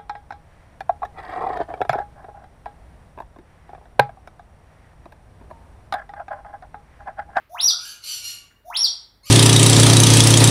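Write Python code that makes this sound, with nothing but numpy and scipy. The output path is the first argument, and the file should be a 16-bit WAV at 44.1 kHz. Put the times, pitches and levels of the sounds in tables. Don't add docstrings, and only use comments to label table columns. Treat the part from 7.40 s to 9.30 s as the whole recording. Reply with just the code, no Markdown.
import sys
import numpy as np
from scipy import signal
from scipy.fft import rfft, irfft
from scipy.io import wavfile
from scipy.ndimage import uniform_filter1d

SR = 44100
rng = np.random.default_rng(int(sys.argv[2]) if len(sys.argv) > 2 else 0)


def attenuation_scalar(level_db):
    decades = np.asarray(level_db, float) / 20
    return 10 ** decades


def dump_mix(stems):
    frames = np.atleast_2d(stems).T
    limited = np.clip(frames, -1, 1)
    pcm = np.round(limited * 32767).astype(np.int16)
    wavfile.write(sys.argv[1], SR, pcm)


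N = 83790
TREBLE_LIMIT_HZ = 15850


def curve(rows, smooth_s=0.0013):
    s, *columns = np.transpose(rows)
    t = np.arange(N) / SR
    gate = np.clip(np.minimum(t - s[0], s[-1] - t) / 0.004 + 1, 0, 1)
    width = int(smooth_s * SR)
    return gate, *[uniform_filter1d(np.interp(t, s, c), width) for c in columns]


def at_hz(points, hz):
    p = np.array(points)
    return np.interp(np.log(hz), np.log(p[:, 0]), p[:, 1])


def rms_one(x):
    return x / np.sqrt(np.mean(x ** 2) + 1e-20)


def drift(rate_hz):
    r = np.exp(-2 * np.pi * rate_hz / SR)
    settle = 4000
    noise = rng.standard_normal(N + settle)
    return rms_one(signal.lfilter([1], [1, -2 * r, r * r], noise)[settle:])


def spectrum_hz():
    return np.arange(N // 2 + 1) * SR / N


def coloured(points, x):
    return irfft(rfft(x) * attenuation_scalar(at_hz(points, spectrum_hz() + 1)), N)


# (frequency [Hz], level [dB per Hz])
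AIR_COLOUR = [(12, -47), (20, -17.5), (70, 2.5), (228, -9), (2200, -20), (2670, -31.5), (4180, -24),
              (6540, -39), (16000, -26.5)]
AIR_DB = -62.5
EARLIER_CALL_DB, EARLIER_CALL_HZ = -58.5, 2020


def air():
    t = np.arange(N) / SR
    steady = rms_one(coloured(AIR_COLOUR, rng.standard_normal(N)) * attenuation_scalar(drift(8)))
    edges = [EARLIER_CALL_HZ / 2.0, EARLIER_CALL_HZ * 1.27]
    band = signal.butter(2, edges, "band", fs=SR, output="sos")
    earlier_call = rms_one(signal.sosfilt(band, rng.standard_normal(N)))
    fading = attenuation_scalar(EARLIER_CALL_DB - 60 * t / 0.5)
    return attenuation_scalar(AIR_DB) * steady + fading * earlier_call


# (frequency [Hz], width [Hz], level [dB])
HOUSE_HUMS = [
    (46.3, 10, -67),
    (100, 4, -69.5),
]


def hums():
    hz, noise, out = spectrum_hz(), rfft(rng.standard_normal(N)), 0
    for centre_hz, width, db in HOUSE_HUMS:
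        ringing = noise / (1 + (2 * (hz - centre_hz) / width) ** 2)
        out = out + attenuation_scalar(db) * rms_one(irfft(ringing, N))
    return out


# (frequency [Hz], half width [Hz], level [dB])
THROAT_RESONANCES = [(3700, 350, -3), (5900, 820, 1), (10300, 700, -4), (14200, 800, -5.5)]


def throat(hz):
    out = 0
    for centre_hz, width, db in THROAT_RESONANCES:
        out = out + attenuation_scalar(db) / (1 + np.abs((hz - centre_hz) / width) ** 3)
    return out


# (time [s], pitch [Hz], level [dB], overtone share [dB])
WHISTLES = [
    [(.097, 590, -55.5, -26), (.108, 650, -46, -39), (.122, 705, -44.5, -31), (.136, 707, -35, -38),
     (.143, 750, -45, -25)],
    [(.147, 826, -33, -31.5), (.166, 1637, -44.5, -29), (.19, 2950, -36.5, -7), (.205, 3833, -19.5, -37),
     (.215, 5250, -30, 0.5), (.234, 5573, -21, -10.5), (.27, 5800, -17, -29), (.293, 4205, -15.5, -18),
     (.318, 3185, -29, -14)],
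    [(1.245, 600, -63, -36), (1.257, 630, -47, -36), (1.272, 714.6, -44.5, -34), (1.289, 713, -36.5, -33.5),
     (1.297, 750, -46, -26.5)],
    [(1.302, 824, -33, -29.5), (1.322, 1620, -42, -38), (1.345, 2850, -35, -2), (1.363, 3690, -20, -25),
     (1.374, 5378, -26, -3.5), (1.412, 5548, -18.5, -24), (1.431, 5710, -19.5, -28),
     (1.452, 4310, -13.5, -22.5), (1.476, 3243, -28.5, -9)],
]
OCTAVE_DB, TWELFTH_DB, OVERTONE_SLOPE_DB = -1, -7, 0.89
PURE_ABOVE_HZ = 1000
WOBBLE, FLUTTER_DB, BREATH_DB = 0.008, 4.5, -42


def whistle(rows):
    gate, hz, db, share_db = curve(rows, 0.006)
    hz = hz * (1 + WOBBLE * hz / 5000 * drift(150))
    phase = 2 * np.pi * np.cumsum(hz) / SR
    overtones = attenuation_scalar(OCTAVE_DB) * (hz / 5000) ** 2 * np.sin(2 * phase)
    overtones = overtones + attenuation_scalar(TWELFTH_DB) * (hz / 5200) ** 4 * np.sin(3 * phase)
    thinning = np.minimum(1, PURE_ABOVE_HZ / hz)
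    for k in range(3, 23):
        gain = attenuation_scalar(OVERTONE_SLOPE_DB * k) * thinning * throat(k * hz) * (k * hz < SR / 2)
        overtones = overtones + gain * np.sin(k * phase + k * k)
    hiss = irfft(rfft(rng.standard_normal(N)) * throat(spectrum_hz()), N)
    breath = attenuation_scalar(BREATH_DB) * rms_one(hiss)
    tone = np.sqrt(2) * (np.sin(phase) + attenuation_scalar(share_db) * overtones)
    return gate * attenuation_scalar(db + FLUTTER_DB * hz / 5000 * drift(60)) * (tone + breath)


# (frequency [Hz], time to fall 60 dB [s])
ROOM_DECAY = [(700, 0.63), (1500, 0.79), (4000, 0.31), (8000, 0.41), (14000, 0.2)]
ECHO_BUILD_S = 0.002


def room_echo():
    t, echo = np.arange(SR) / SR, 0
    edges = 200 * 2 ** np.arange(0, 6.6, 0.5)
    for low, high in zip(edges, edges[1:]):
        sos = signal.butter(2, [low, high], "band", fs=SR, output="sos")
        band = signal.sosfilt(sos, rng.standard_normal(SR))
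        echo = echo + band * attenuation_scalar(-60 * t / at_hz(ROOM_DECAY, np.sqrt(low * high)))
    echo = echo * (1 - np.exp(-t / ECHO_BUILD_S))
    return echo / np.sqrt(np.sum(echo ** 2))


# (time [s], pitch [Hz], level [dB])
CROON_PATH = [
    (.3, 1200, -45),
    (.322, 1426, -42.5),
    (.39, 1468, -51.5),
    (.47, 1678, -53),
    (.52, 1620, -98),
]


def croon():
    gate, hz, db = curve(CROON_PATH)
    wavering_hz = hz * (1 + 0.027 * drift(61))
    tone = np.sin(2 * np.pi * np.cumsum(wavering_hz) / SR)
    return gate * attenuation_scalar(db + 1.0 * drift(72)) * tone


# (frequency [Hz], level [dB])
BEAK_COLOUR = [(1400, -26), (2900, -4.5), (4400, -1), (5900, -2.5), (8600, -13.5), (11600, -6.5),
               (13200, -26.5), (15500, -20.5)]
JITTER, JITTER_HZ = 0.028, 70
RASP_DB, RASP_HISS_DB = 9.5, -2


def voice(hz, rough, half_db, quarter_db):
    hz = hz * (1 + JITTER * rough * drift(JITTER_HZ))
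    phase = 2 * np.pi * np.cumsum(hz) / SR
    flutter = [drift(180) for _ in range(3)]
    tones = 0
    for k in range(1, 12):
        gain = attenuation_scalar(at_hz(BEAK_COLOUR, k * hz) + RASP_DB * rough * flutter[k % 3])
        tones = tones + gain * (k * hz < TREBLE_LIMIT_HZ) * np.sin(k * phase + k * k)
    half = attenuation_scalar(half_db) * (np.sin(phase / 2) + 0.53 * np.sin(phase + 1))
    return tones + half + attenuation_scalar(quarter_db) * np.sin(phase / 4)


# (time [s], pitch [Hz], level [dB], roughness [0-1], second voice [dB])
SQUAWKS = [
    [(.39, 1421, -56.5, 0.95, -4), (.44, 1507, -50.5, 0.73, -8), (.5, 1518, -47, 0.88, -31),
     (.53, 1484, -54.5, .6, 0), (.57, 1470, -88, 0.5, -1)],
    [(.622, 1283, -63, 0.7, 3.5), (.648, 1444, -41.5, 0.86, -7), (.68, 1510, -39, 0.68, -10.5),
     (.74, 1460, -33, .35, -35.5), (.775, 1476, -42.5, 0.58, -11), (.805, 1428, -54, 0.63, 2.5)],
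    [(.815, 1415, -48, 0.7, -2.5), (.84, 1406, -35, 0.35, -21), (.9, 1431, -38.5, 0.4, -23),
     (.935, 1415, -44, 0.29, -24), (.99, 1366, -65.5, .4, 16)],
    [(1.834, 1285, -68, 0.4, 16.5), (1.848, 1307, -56, 0.4, 4.5), (1.866, 1512, -46.5, 0.6, 7),
     (1.88, 1437, -42, 0.6, -3), (1.9, 1448, -45, 0, 0)],
]
SECOND_VOICE_RATIO = 1.65


def squawk(rows):
    gate, hz, db, rough, second_db = curve(rows, 0.012)
    rough = np.clip(rough, 0.3, 1)
    first = voice(hz, rough, -39, -54.5)
    second = attenuation_scalar(second_db) * voice(SECOND_VOICE_RATIO * hz, rough, -10.5, -20.5)
    bursts = attenuation_scalar(RASP_DB * drift(264) / 2)
    hiss = rms_one(coloured(BEAK_COLOUR, rng.standard_normal(N)) * bursts)
    return gate * attenuation_scalar(db) * (first + second + attenuation_scalar(RASP_HISS_DB) * 2 * rough * hiss)


# (time [s], level [dB], pitch [Hz])
BEAK_TICKS = [
    (1.11, -49.5, 1840),
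    (1.115, -49, 1600),
    (1.77, -77, 1700),
]


def ticks():
    t, out = np.arange(N) / SR, 0
    for s, db, hz in BEAK_TICKS:
        age = np.maximum(t - s, 0)
        out = out + attenuation_scalar(db - 60 * age / 0.011) * np.sin(2 * np.pi * hz * age)
    return out


NEAR_DIRECT_DB, NEAR_ECHO_DB = -0.5, -2.5
FAR_DIRECT_DB, FAR_ECHO_DB = -5, 0


def scene():
    near = sum(whistle(rows) for rows in WHISTLES) + ticks()
    far = sum(squawk(rows) for rows in SQUAWKS) + croon()
    near_echo = attenuation_scalar(NEAR_ECHO_DB) * signal.fftconvolve(near, room_echo())[:N]
    far_echo = attenuation_scalar(FAR_ECHO_DB) * signal.fftconvolve(far, room_echo())[:N]
    direct = near * attenuation_scalar(NEAR_DIRECT_DB) + far * attenuation_scalar(FAR_DIRECT_DB)
    return (direct + near_echo + far_echo + air() + hums())[None]


def low_pass(x):
    return signal.sosfilt(signal.butter(12, 16870, fs=SR, output="sos"), x)


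OVERLOAD_TOP, OVERLOAD_SKEW = 0.42, 0.09


def record(dry):
    bent = dry / (1 + (dry / OVERLOAD_TOP) ** 4) ** 0.25
    no_bass = signal.butter(2, 150, "high", fs=SR, output="sos")
    bent = bent + OVERLOAD_SKEW * signal.sosfilt(no_bass, bent ** 2)
    no_top = signal.cheby2(12, 70, TREBLE_LIMIT_HZ + 900, fs=SR, output="sos")
    return low_pass(signal.sosfilt(no_top, bent))


dry = scene()
out = record(dry)
dump_mix(out)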